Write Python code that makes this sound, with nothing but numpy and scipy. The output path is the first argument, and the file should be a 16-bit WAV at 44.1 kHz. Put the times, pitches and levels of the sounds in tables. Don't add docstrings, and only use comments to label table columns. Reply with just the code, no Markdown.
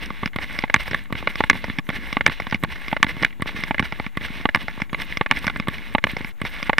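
import sys
import numpy as np
from scipy import signal
from scipy.fft import rfft, irfft, next_fast_len
from scipy.io import wavfile
from scipy.ndimage import map_coordinates

SR = 44100
rng = np.random.default_rng(int(sys.argv[2]) if len(sys.argv) > 2 else 0)


def ratio(d):
    e = np.asarray(d, float) / 20
    return 10 ** e


def to_wav(s):
    ch = np.atleast_2d(s).T
    pcm = np.round(np.clip(ch, -1, 1) * 32767)
    wavfile.write(sys.argv[1], SR, pcm.astype(np.int16))


N = 299439


def unit(x):
    return x / np.sqrt(np.mean(x ** 2) + 1e-20)


def curves(rows):
    s, *columns = np.transpose(rows)
    return [np.interp(np.arange(N) / SR, s, column) for column in columns]


def wobble(rate):
    knots = rng.standard_normal(int(N * rate / SR) + 4)
    return map_coordinates(knots, [np.arange(N) * rate / SR])


def filtered(x, response):
    m = next_fast_len(N + SR // 2)
    return irfft(rfft(x, m) * response(np.fft.rfftfreq(m, 1 / SR)), m)[..., :N]


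def resonance(f, center, width):
    return 1j * f * width / (center * center - f * f + 1j * f * width)


# frequency in Hz, width in Hz, level in dB.
THUD = [(42.7, 84, -14), (89, 66.6, -1.5), (196, 136, 3), (271, 152.4, 1.5)]
HOLLOW = [(575, 212, -7.5), (872.5, 91, -2.5), (1140, 98, -0.5)]
RING = [(1404, 177, -10.5), (1737, 173, -3), (2078, 175, 0.5), (2312, 207, -4.5), (2490, 90, -7.5),
        (2881, 191, -8), (3387, 204, -9.5), (3880, 440, -13.5)]
BRIGHT = [(4900, 910, -0.5), (5360, 480, 5.5), (6160, 140, -7)]
EDGE = [(8490, 360, 2.5), (10400, 300, -7), (11000, 970, -6), (13600, 1500, -5.5)]


def shell(x, modes, wall_hz):
    def response(f):
        ring = sum((-1) ** k * ratio(db) * resonance(f, hz, width) for k, (hz, width, db) in enumerate(modes))
        ring = ring / (1 + 1j * f / wall_hz) ** 2
        return ring / np.sqrt(np.mean(abs(ring) ** 2))
    return filtered(x, response)


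def grit(rate, spread_db):
    happens = rng.random(N) < rate / SR
    size = ratio(spread_db * np.minimum(rng.exponential(size=N), 4))
    slips = happens * size * rng.choice([-1, 1], N)
    return unit(unit(slips) + 0.71 * rng.standard_normal(N))


def contacts(s, ms):
    size = SR // 50
    u = np.arange(size) / SR / (np.clip(ms, 0.2, 5)[:, None] / 1000)
    rattle = rng.standard_normal((len(s), size)) * np.sqrt(u + 2.0) * np.exp(-u)
    rattle /= np.linalg.norm(rattle, axis=1, keepdims=True)
    push = -1.0 * (u == 0)
    where = np.round(s * SR).astype(int)[:, None] + np.arange(size)

    def train(force, db):
        return np.bincount(where.ravel(), (force * ratio(db)[:, None]).ravel(), N + size)[:N]
    return rattle, push, train


# stroke in seconds, stroke level in dB, rise in seconds, push in seconds, push level in dB.
STROKES = [(0.029, -26.5, 0.038, 0.27, -39), (0.43, -25, 0.045, 0.55, -32),
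           (0.807, -23.5, 0.031, 0.98, -36), (1.186, -27.5, 0.043, 1.39, -41),
           (1.561, -28.5, 0.039, 1.695, -37), (1.958, -26.5, 0.058, 2.065, -32.5),
           (2.322, -27, 0.032, 2.424, -40.5), (2.72, -29, 0.038, 2.85, -34.5),
           (3.094, -25, 0.032, 3.248, -32.5), (3.476, -25, 0.02, 3.567, -28.5),
           (3.848, -28.5, 0.026, 4.06, -40), (4.252, -27, 0.056, 4.355, -32.5), (4.61, -30, 0.038, 8, -45),
           (5.011, -27, 0.055, 5.12, -32.5), (5.372, -26.5, 0.057, 5.43, -33),
           (5.744, -30.5, 0.055, 5.87, -37.5), (6.1, -29.5, 0.034, 6.3, -40.5),
           (6.469, -27, 0.039, 6.535, -33), (6.84, -26, 0.071, 6.95, -27)]
# time in seconds, slack level in
# dB, letting go in seconds.
SLACK = [(0.304, -61, 0.023), (0.663, -48.5, 0.0099), (1.083, -55, 0.31), (1.487, -49, 0.15),
         (1.819, -57.5, 0.048), (2.204, -48, 0.02), (2.604, -62, 0.052), (2.785, -39.5, .012),
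         (2.99, -48, 0.058), (3.366, -58, 0.1), (3.811, -50, 0.15), (4.106, -56.5, 0.035),
         (4.48, -50.5, 0.026), (4.879, -58, 0.052), (5.248, -52, 0.018), (5.53, -43, 0.034),
         (5.667, -47.5, 0.12), (6.001, -60, 0.062), (6.25, -38.5, 0.033), (6.336, -66.5, 0.026),
         (6.715, -51.5, 0.01),
         (1.5, -41, 0.02),
    (3.548, -41, 0.015),
    (5.2, -46, 0.039),
    (2.36, -39, 0.01),
]
# time in seconds, level in dB.
CATCHES = [(0.06, -33), (0.61, -40), (1.303, -30), (2.13, -34), (2.28, -43), (2.546, -35.5), (2.629, -44),
           (2.76, -34), (3.62, -37.5), (4.455, -42.5), (4.7, -37), (5.631, -45.5), (6.19, -33.5),
           (6.599, -31.5), (0.565, -31.5), (0.83, -31), (1.335, -37), (1.39, -29.5), (3.51, -33.5),
           (3.68, -31), (4.23, -30.5), (6.67, -31), (0.87, -31), (3.865, -35.5)]


def pressure():
    start_db, fall_s, dip_db, hold_db = -46, 0.034, -40.5, -39.5
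    catch_db_per_s = 410
    points = []
    for s, db, rise, push_s, push_db in STROKES:
        points += [(s - rise, start_db), (s, db), (s + fall_s, dip_db), (push_s, push_db)]
    for s, db, let_go in SLACK:
        points += [(s - let_go, hold_db), (s, db)]
    t = np.arange(N) / SR
    steps = curves(sorted(points))[0]
    return np.max([steps] + [db - catch_db_per_s * abs(t - s) for s, db in CATCHES], axis=0)


# frequency in Hz, density in dB per Hz.
HISS = [(20, 6), (60, 8), (200, -20), (700, -15.5), (2100, -21), (4500, -50), (7000, -31.5), (13600, -66),
        (14220, -33), (14800, -36)]


def floor(scrape_db):
    f, db = np.transpose(HISS)
    noise = rng.standard_normal((2, N))
    a, b = filtered(noise, lambda hz: ratio(np.interp(np.log(hz + 1), np.log(f), db)))
    wind = filtered(np.array([a + 0.19 * b, a - 0.6 * b]), lambda hz: hz < 90)
    hiss = filtered(np.array([a + 0.11 * b, a - 0.1 * b]), lambda hz: hz >= 90)
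    gusts = ratio(1.4 * wobble(12) + 0.84 * (scrape_db + 40.0))
    return ratio(-46.0) * unit(gusts * wind + hiss)


# start in seconds, end in seconds, pitch in Hz, level in dB, pulses a second.
INSECTS = [
    (1.833, 1.886, 6000, -58, 167),
    (3.62, 3.693, 6600, -66, -2),
]


def insects():
    t = np.arange(N) / SR
    out = 0
    for start, end, hz, db, rate in INSECTS:
        swell = np.sqrt(np.clip(4 * (t - start) * (end - t), 0, None)) / (end - start)
        pulses = np.cos(np.pi * rate * t) ** 10
        tone = np.sin(2 * np.pi * hz * t + wobble(300))
        out = out + ratio(db + 2 * wobble(60)) * swell * pulses * tone
    return out


# time in seconds, level in dB.
SPRAYS = [(0.88, -60), (1.865, -59), (2.61, -60), (2.92, -62), (5.03, -57), (5.45, -59), (6.28, -58),
          (6.5, -61), (3.68, -64), (1.58, -62), (1.545, -65), (6.08, -61)]


def spray():
    t = np.arange(N) / SR
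    half_s = 2 * 0.015
    return sum(ratio(db) * np.clip(1 - ((t - s) / half_s) ** 2, 0, 1) ** 2 for s, db in SPRAYS)


# frequency in Hz, width in Hz, level in dB.
AIR = [(10100, 7100, -6.5), (12400, 3600, -1.5), (14440, 340, 2.5)]


def crunch(scrape_db):
    sand = shell(grit(rate=5000, spread_db=3), AIR, wall_hz=18900)
    flicker = ratio(3 * wobble(110))
    strokes = ratio(-69.5 + 1.07 * (scrape_db + 37.5))
    return (ratio(-69.5) + strokes * flicker + spray() * flicker) * unit(sand)


# time in seconds, pitch in Hz, level in dB.
SQUEAK = [
    (4.893, 3420, -72),
    (4.9, 3440, -68),
    (4.906, 3300, -61),
    (4.96, 3340, -62),
    (4.975, 3305, -80),
]
# multiple of the pitch, level in dB.
SQUEAK_TONES = [(1, 1), (2, -2), (3, -4), (4, -8)]


def squeak():
    hz, db = curves(SQUEAK)
    t = np.arange(N) / SR
    turn = 2 * np.pi * np.cumsum(hz) / SR
    tone = sum(ratio(level + 1.5 * wobble(90)) * np.sin(k * turn) for k, level in SQUEAK_TONES)
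    return ratio(db) * tone * (t > SQUEAK[0][0]) * (t < SQUEAK[-1][0])


# time in seconds, peak level in dB.
THUMPS = [(0.228, -26), (1.148, -29), (1.698, -26), (2.286, -24.5), (2.418, -34.5), (3.588, -31.5),
          (3.797, -19.5), (3.815, -29), (4.356, -36), (4.638, -36), (6.132, -30), (6.438, -29.5),
          (5.118, -37), (5.9, -37)]


def thumps():
    s, db = np.transpose(THUMPS)
    shove = np.bincount(np.round(s * SR).astype(int), -ratio(db + 26), N)
    return shell(shove, THUD[1:], wall_hz=500)


# time in seconds, peak level in dB,
# bright level in dB.
CRACKS = [(0.0343, -20, -14), (0.0594, -18, -11), (0.426, -18, -19), (0.4424, -24, -14), (0.5631, -20, -16),
          (0.623, -16, -16), (0.8294, -26, -14), (0.8744, -22, -14), (1.1882, -22, -16), (2.42, -19, -16),
          (2.4864, -35, -14), (2.4977, -21, -14), (2.7571, -21, -14), (3.1094, -18, -16.5),
          (4.2448, -21, -14), (4.2564, -19, -14), (4.2832, -20, -17), (4.3534, -23, -14),
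          (4.3684, -26, -14), (4.629, -27, -12), (4.7094, -29, -14), (4.999, -13, -18), (5.362, -14, -14),
          (5.389, -16, -13), (5.5734, -26, -14), (6.1124, -19, -14), (6.212, -21, -14), (6.539, -30, -14),
          (6.6694, -25, -15),
          (0.3944, -28, -16),
    (1.669, -25, -16),
    (3.492, -17, -16),
    (3.6094, -26, -16),
    (4.8033, -15, -15.5),
    (5.699, -22, -18),
]


def cracks():
    s, db, bright_db = np.transpose(CRACKS)
    rattle, _, train = contacts(s, np.full(len(s), 1.2))
    peak_db = db + 8.5
    return (shell(train(rattle, peak_db), RING, wall_hz=4000)
            + shell(train(rattle, peak_db + bright_db), BRIGHT, wall_hz=15000))


# time in seconds, rumble level in dB, dying rate in dB per second.
LURCHES = [(0.025, -37, 56), (0.409, -37, 47), (0.93, -33.5, 126), (1.237, -33.5, 115), (1.541, -32, 142),
           (1.691, -32.5, 202), (1.881, -36.5, 30), (2.29, -32, 400), (2.614, -39.5, 60), (3.24, -35, 150),
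           (3.392, -38, 60), (3.692, -37, 30), (4.166, -40, 59), (5.37, -33.5, 89), (5.961, -45, 302),
           (6.211, -44, 160), (6.435, -43, 80), (0.83, -41, 150), (1.15, -36, 150), (2.02, -40, 150),
           (2.71, -34, 150), (3.13, -33, 150), (3.59, -35, 150), (4.35, -41, 120), (4.64, -38, 120),
           (4.95, -33.5, 120), (5.07, -37.5, 150), (5.56, -34, 100), (5.68, -34.5, 100), (5.81, -36, 150),
           (6.08, -38, 100)]


def sway(effort_db):
    rise_db_per_s = 152
    t = np.arange(0, N / SR, 0.001)
    lurch = sum(ratio(db - np.where(t > s, dying, rise_db_per_s) * abs(t - s)) ** 2 for s, db, dying in LURCHES)
    steady = ratio(-43 + 0.24 * effort_db)
    return np.sqrt(np.interp(np.arange(N) / SR, t, lurch) + steady ** 2)


# frequency in Hz, width in Hz, level in dB.
BODY = [(655, 500, -1), (1300, 600, 1), (2600, 1300, -2.5)]


def rubbing(scrape_db):
    force = grit(rate=1200, spread_db=3) * ratio(2.2 * wobble(220))
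    coarse = grit(rate=1500, spread_db=2.5)
    other_force, other_coarse = np.roll(force, SR), np.roll(coarse, SR)
    spots = ratio(1.6 * np.array([wobble(30), wobble(30), wobble(40)]))
    scrape = unit(shell(force * spots[0], RING[:4], wall_hz=5600)
                  + ratio(-3.5) * shell(coarse * spots[1], RING[4:], wall_hz=6100)
                  + ratio(-6.5) * shell(other_force * spots[2], RING[2:3], wall_hz=5000)
                  + ratio(-9) * shell(force, HOLLOW, wall_hz=2480)
                  + ratio(-10.5) * shell(other_coarse, BODY, wall_hz=4000))
    heave = ratio(2 * wobble(22))
    rumble = unit(shell(force * heave, THUD, wall_hz=1230))
    fizz = unit(shell(coarse, BRIGHT, wall_hz=16200) + ratio(-7.5) * shell(force, EDGE, wall_hz=16000))
    effort_db = scrape_db + 38
    return (ratio(scrape_db - 1) * scrape
            + sway(effort_db) * ratio(-6.5 + 0.26 * effort_db) * rumble
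            + (ratio(-90) + ratio(-60.0 + 1.21 * effort_db)) * fizz)


# time in seconds, peak level
# in dB.
SNAPS = [(0.3607, -26), (0.7504, -34), (0.9453, -27), (1.125, -24), (1.4434, -32), (1.8896, -24),
         (2.2754, -23.5), (2.6356, -19), (3.0405, -25), (3.248, -28), (3.4204, -22), (3.794, -31),
         (4.171, -26), (4.6274, -32), (4.9297, -31.5), (5.017, -29), (5.388, -25.5), (5.6837, -22),
         (6.4152, -27.5), (0.058, -33), (0.7612, -29), (0.9882, -38), (1.3823, -37), (2.837, -40),
         (3.6053, -31), (4.2542, -36), (4.26, -32), (5.467, -29), (5.5717, -31), (1.5055, -28),
         (0.442, -36), (0.528, -34), (1.037, -35), (1.37, -39), (2.816, -36), (3.804, -33), (3.863, -37),
         (4.558, -23), (6.116, -29), (6.6448, -34), (5.321, -32), (5.939, -33), (5.949, -41), (0.833, -31)]


def snaps():
    dry_edge = [(s, db - 33) for s, db in LEAD_DRY]
    hollow_edge = [(s, db - 32) for s, db in LEAD_HOLLOW]
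    s, db = np.transpose(SNAPS + dry_edge + hollow_edge)
    rattle, push, train = contacts(s, np.full(len(s), 1.3))
    return shell(train(rattle, db + 4.5), EDGE, wall_hz=16800)


# time in seconds, peak level in dB, bright level in dB, contact time in ms.
SLAMS = [
    (0.742, 8, -17, 0.68),
    (1.4982, 7.5, -23, 1.9),
    (2.2636, 7.5, -30, 0.63),
    (3.0287, 7, -31, 1.6),
    (3.7949, -0.5, -15, 4),
    (4.5474, 2, -12, 2),
    (5.312, 3.5, -14, 0.46),
    (6.0399, 2, -17, 2.4),
    (6.7828, 4.5, -11, 1.2),
]


def slams():
    s, db, *_ = np.transpose(SLAMS)
    rattle, _, train = contacts(s + 0.00248, np.full(len(s), 2.2))
    chatter = train(rattle, db - 1)
    return (shell(chatter, RING, wall_hz=3000) + ratio(-12.5) * shell(chatter, HOLLOW, wall_hz=2700)
            + ratio(-30) * shell(chatter, BRIGHT, wall_hz=15000))


# time in seconds, peak level in dB.
REBOUNDS = [(0.751, -18), (0.7611, -8), (1.509, -8), (1.5298, -13.5), (2.278, -12.5), (2.2965, -13),
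            (3.0432, -8.5), (3.066, -15), (3.825, -12), (4.557, -6.5), (4.5706, -17), (5.3199, -10.5),
            (6.0682, -11.5)]
# time in seconds, peak level in dB.
LEAD_TICKS = [
    (0.5889, -9.5),
    (1.356, -13.5),
    (2.1278, -10.5),
    (2.882, -14),
    (3.6365, -10),
    (4.4125, -21),
    (5.1716, -9),
    (6.628, -11.5),
]
# time in seconds, peak level in dB.
LEAD_HOLLOW = [
    (0.6381, -8.5),
    (1.405, -4.5),
    (2.1685, -6),
    (2.928, -8),
    (3.7087, -7),
    (4.4543, -2.5),
    (5.2107, -6.5),
    (5.9494, -2),
    (6.695, -4),
]
# time in seconds, peak level in dB.
LEAD_DRY = [
    (0.6983, -9.5),
    (1.4378, -3.5),
    (2.2086, -5),
    (2.9658, -7.5),
    (3.7445, -9.5),
    (4.4894, -6),
    (5.2613, -10),
    (5.9823, -8),
    (6.731, -7.5),
]
# time in seconds, peak level in dB, extra bright
# level in dB.
RETURNS = [
    (0.3867, -15.5, -11),
    (0.879, -16, 5),
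    (1.6417, -12.5, 2),
    (1.9022, -14.5, -6),
    (2.4003, -12.5, 0),
    (3.9233, -12, -6),
    (3.9985, -13.5, -20),
    (4.6824, -13.5, -3),
    (6.1673, -12.5, 1),
    (6.4507, -15, -.1),
]
# time in seconds, peak level in dB.
LANDINGS = [
    (0.3607, -11.5),
    (1.1254, -11),
    (1.8902, -11),
    (2.6365, -7),
    (3.4218, -10),
    (4.1721, -11),
    (4.9303, -14),
    (5.6835, -8.5),
    (6.4162, -12.5),
]
# time in seconds, peak level in dB, extra bright level in dB.
PUSH_OFFS = [
    (0.2583, -10, 4.5),
    (1.7855, -9.5, -.1),
    (1.7925, -16, -2),
    (2.5448, -9, -2),
    (4.064, -15, -8),
    (4.8182, -11, 1.5),
    (5.4676, -9, 8.5),
    (5.5986, -9.5, -3),
    (6.2459, -16.5, -2),
]
# time in seconds, peak level in dB, hollow level in dB, bright level in dB.
DULL = [
    (0.2317, -13.5, -6, -35),
    (0.9107, -12, -15, -13),
    (2.4676, -15, -10, -24),
    (2.5237, -6, -10, -27),
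    (2.5538, -19, -14, -19),
    (3.2253, -8.5, -10, -11),
    (5.443, -16, -6, -16),
    (5.5599, -14, -11.5, -24),
]
# time in seconds, peak level in dB, hollow level in dB, bright level in dB.
CLACKS = [(0.275, -17, -17, -16), (0.803, -15, -39, -16), (0.932, -11.5, -10.5, -39),
          (0.945, -3, -16.5, -29), (0.99, -24, -22, -22), (1.1527, -14, -13, -26), (1.273, -1, -12.5, -60),
          (1.698, -13.5, -22, -45), (2.2593, -15, -21, -31), (2.5103, -18, -31, -13),
          (2.646, -12, -11, -27), (3.2316, -4.5, -15, -34), (3.2471, -0.5, -35, -21),
          (3.491, -18, -11, -25), (3.781, -10, -23, -39), (3.8534, -14.5, -33, -19), (4.281, -21, -35, -39),
          (4.945, -10, -11, -37), (5.0181, -10.5, -36, -15), (5.1232, -16.5, -29, -29),
          (5.4782, -3, -13, -24), (5.4978, -9, -15, -25), (5.7816, -19, -32, -18)]
# time in seconds, peak level in dB, thud level in dB.
NUDGES = [(0.1037, -17.5, -15.5), (1.104, -28.5, -5), (1.226, -19.5, -14), (1.5526, -22.5, -11),
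          (1.6812, -29, -6.5), (2.6266, -24, -7), (3.166, -21, -9), (3.397, -30.5, -2.5),
          (3.458, -24.5, -7.5), (4.209, -30.5, -5), (4.776, -34, -6), (5.212, -26, -3), (5.672, -22, -10),
          (6.6, -26, -27), (6.05, -36, 5), (6.206, -25.5, -4), (2.2765, -24, 2), (3.04, -24, -11),
          (3.529, -36, -8), (4.302, -45, 15), (1.1, -36, -5), (2.705, -38.5, 3), (1.985, -41.5, 2),
          (3.998, -22, -6), (4.4, -33, 8), (3.219, -36, 7), (3.545, -39, 3), (3, -41, 2.5), (0.42, -42, 5),
          (5.304, -26, -15), (4.8, -26, -13)]
# time in seconds, peak level in dB.
FAINT = [(0.3318, -24), (0.341, -28), (0.508, -19), (0.612, -25), (0.6774, -25), (0.7392, -18),
         (1.0553, -29.5), (1.867, -29), (2.275, -7), (2.7575, -20), (2.816, -24.5), (2.8378, -30),
         (2.914, -17), (3.3043, -26), (3.3264, -28), (3.4055, -23), (3.9585, -27), (4.0425, -23),
         (4.151, -32), (4.2098, -20), (4.541, -33), (4.386, -31), (4.8945, -24), (5.0768, -32),
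         (5.623, -27), (5.635, -29), (5.8255, -33), (2.186, -30), (2.281, -19), (3.262, -20), (5.305, -28),
         (2.95, -38), (6.0247, -31), (6.4009, -26), (6.584, -20), (6.656, -23)]
# thud level in dB, hollow level in dB, bright level in dB, contact time in ms.
REBOUND, LEAD_TICK, HOLLOW_KNOCK = (-18.5, -12.5, -26, 2), (-20.5, -18, -1, 2), (-21, -4.5, -39, 2)
DRY_KNOCK, RETURN, LANDING = (-24.5, -11, -24, 3), (-17, -6, -10.5, 3), (-29.5, -20, -24, 3)
TOUCH = (-27, -17.5, -35, 3.5)
PUSH_OFF = (-30, -12, -13, 1.5)


def contact_rows():
    kinds = [(REBOUNDS, 0, REBOUND), (LEAD_TICKS, TICK_SPOT[0], LEAD_TICK),
             (LEAD_HOLLOW, HOLLOW_SPOT[0], HOLLOW_KNOCK), (LEAD_DRY, DRY_SPOT[0], DRY_KNOCK),
             (RETURNS, RETURN_SPOT[0], RETURN), (LANDINGS, LANDING_SPOT[0], LANDING),
             (PUSH_OFFS, PUSH_SPOT[0], PUSH_OFF), (FAINT, 0, TOUCH)]
    out = []
    for rows, loose_db, (thud, hollow, bright, ms) in kinds:
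        for s, db, *extra_db in rows:
            out.append((s, db + loose_db, thud, hollow, bright + sum(extra_db), ms))
    out += [(s, db + SLAM_SPOT[0], -23.5, -11, bright, ms) for s, db, bright, ms in SLAMS]
    out += [(s, db, -16.5, hollow, bright, 3.4) for s, db, hollow, bright in DULL]
    out += [(s, db, -31, hollow, bright, 1.7) for s, db, hollow, bright in CLACKS]
    out += [(s, db, thud, -3.5, -27, 0.56) for s, db, thud in NUDGES]
    return out


def knocks():
    s, db, thud_db, hollow_db, bright_db, ms = np.transpose(contact_rows())
    rattle, push, train = contacts(s, ms)
    thud = train(push + 0.5 * rattle, db + thud_db + 25.5)
    hollow = train(push + 1.24 * rattle, db + hollow_db + 15)
    ring = train(rattle + 0.3 * push, db + 11.5)
    bright = train(rattle, db + bright_db + 10.0)
    return (shell(thud, THUD, wall_hz=1490) + shell(hollow, HOLLOW, wall_hz=2800) + shell(ring, RING, wall_hz=3440)
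            + shell(bright, BRIGHT, wall_hz=15100) + ratio(-15.5) * shell(bright, EDGE, wall_hz=15000))


# loose rattle in dB, contact cut-off in Hz, damping as a factor on mode width,
# then the swing of each thud, hollow and ring mode from the second thud mode up.
SLAM_SPOT = (-7, 3130, 1.5, [-7, 4, -4, 5.5, 3, -7.5, 12.5, -29, -6.5, 21.5, 2.5, 9.5, 0, 1])
HOLLOW_SPOT = (-1.25, 1600, 0.96, [-15.5, -42, 21.5, 19, 27, 43, 19, 9, 11, -27, -10, 23, 9, -5])
DRY_SPOT = (-5.5, 1900, 0.77, [7.5, -2, 5, 19, -1, 2, 26, -61, 82, -28, 8, -26, -4, 4])
LANDING_SPOT = (-1.2, 950, 0.89, [-44, 61, 7, 18.5, -11, 88, 26, 40, -60, 66, 11, 46, -85, 44])
TICK_SPOT = (-10, 1040, 1.0, [5, -3.5, -17, -7, -6, -35, -19, 19, -196, 128, 50, 62, 111, -60])
PUSH_SPOT = (-1.8, 3100, 0.83, [11, -61, 37, 8, -6, 23, -4, -15, -35, 44, 20, -14, -12, -3])
RETURN_SPOT = (-5, 2280, 2.76, [8.5, -15, 7.5, -2, -24.5, 25.5, -22, 21, -94, 79, -21, -9, 0, -13])


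def strikes():
    size, lead = 4096, 32
    out = np.zeros(N + SR)
    f = np.fft.rfftfreq(size, 1 / SR)
    seats = [(s + 0.002602, db - 6.5) for s, db in LEAD_HOLLOW]
    clean_rebounds = [(s, db - 4.5) for s, db in REBOUNDS]
    clean_clacks = [(s, db - 14) for s, db, *_ in CLACKS]
    blows = [(SLAMS, SLAM_SPOT), (LEAD_HOLLOW, HOLLOW_SPOT), (LEAD_DRY, DRY_SPOT), (LANDINGS, LANDING_SPOT),
             (LEAD_TICKS, TICK_SPOT), (PUSH_OFFS, PUSH_SPOT), (RETURNS, RETURN_SPOT), (seats, HOLLOW_SPOT),
             (clean_rebounds, DRY_SPOT), (clean_clacks, RETURN_SPOT)]
    for rows, (_, cut_hz, damping, swing) in blows:
        modes = np.array([resonance(f, hz, width * damping) for hz, width, _ in THUD[1:] + HOLLOW + RING])
        softness = (1 + 1j * f / cut_hz) ** 2 * np.sqrt(1 + (f / 4600) ** 10)
        rings = np.roll(irfft(modes / softness), lead, axis=1)
        scatters = rng.standard_normal((len(rows), len(swing)))
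        for (s, db, *_), scatter in zip(rows, scatters):
            start = round(s * SR) - lead
            out[start:][:size] += ratio(db) * (swing * (1 + 0.084 * scatter)) @ rings
    return out[:N]


# frequency in Hz, width in Hz, share blocked.
WALL_DIP = (7060, 1320, 0.53)


def scene():
    scrape_db = pressure()
    sides = ratio([[-1.6], [1.4]])
    hz, width, share = WALL_DIP
    body = knocks() + strikes() + slams() + rubbing(scrape_db)
    body = filtered(body, lambda f: 1 - share * resonance(f, hz, width))
    shell_borne = (body + squeak() + cracks() + thumps()) * sides
    return shell_borne + snaps() + crunch(scrape_db) + insects() + floor(scrape_db)


def low_pass(x):
    return signal.sosfilt(signal.butter(12, 15990, fs=SR, output="sos"), x)


OFFSETS = [
    [-.0247],
    [.0128],
]


def record(dry):
    x = filtered(dry, lambda hz: hz < 15350) + OFFSETS
    x = np.clip(x, -1, 1)
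    return low_pass(x)


dry = scene()
out = record(dry)
to_wav(out)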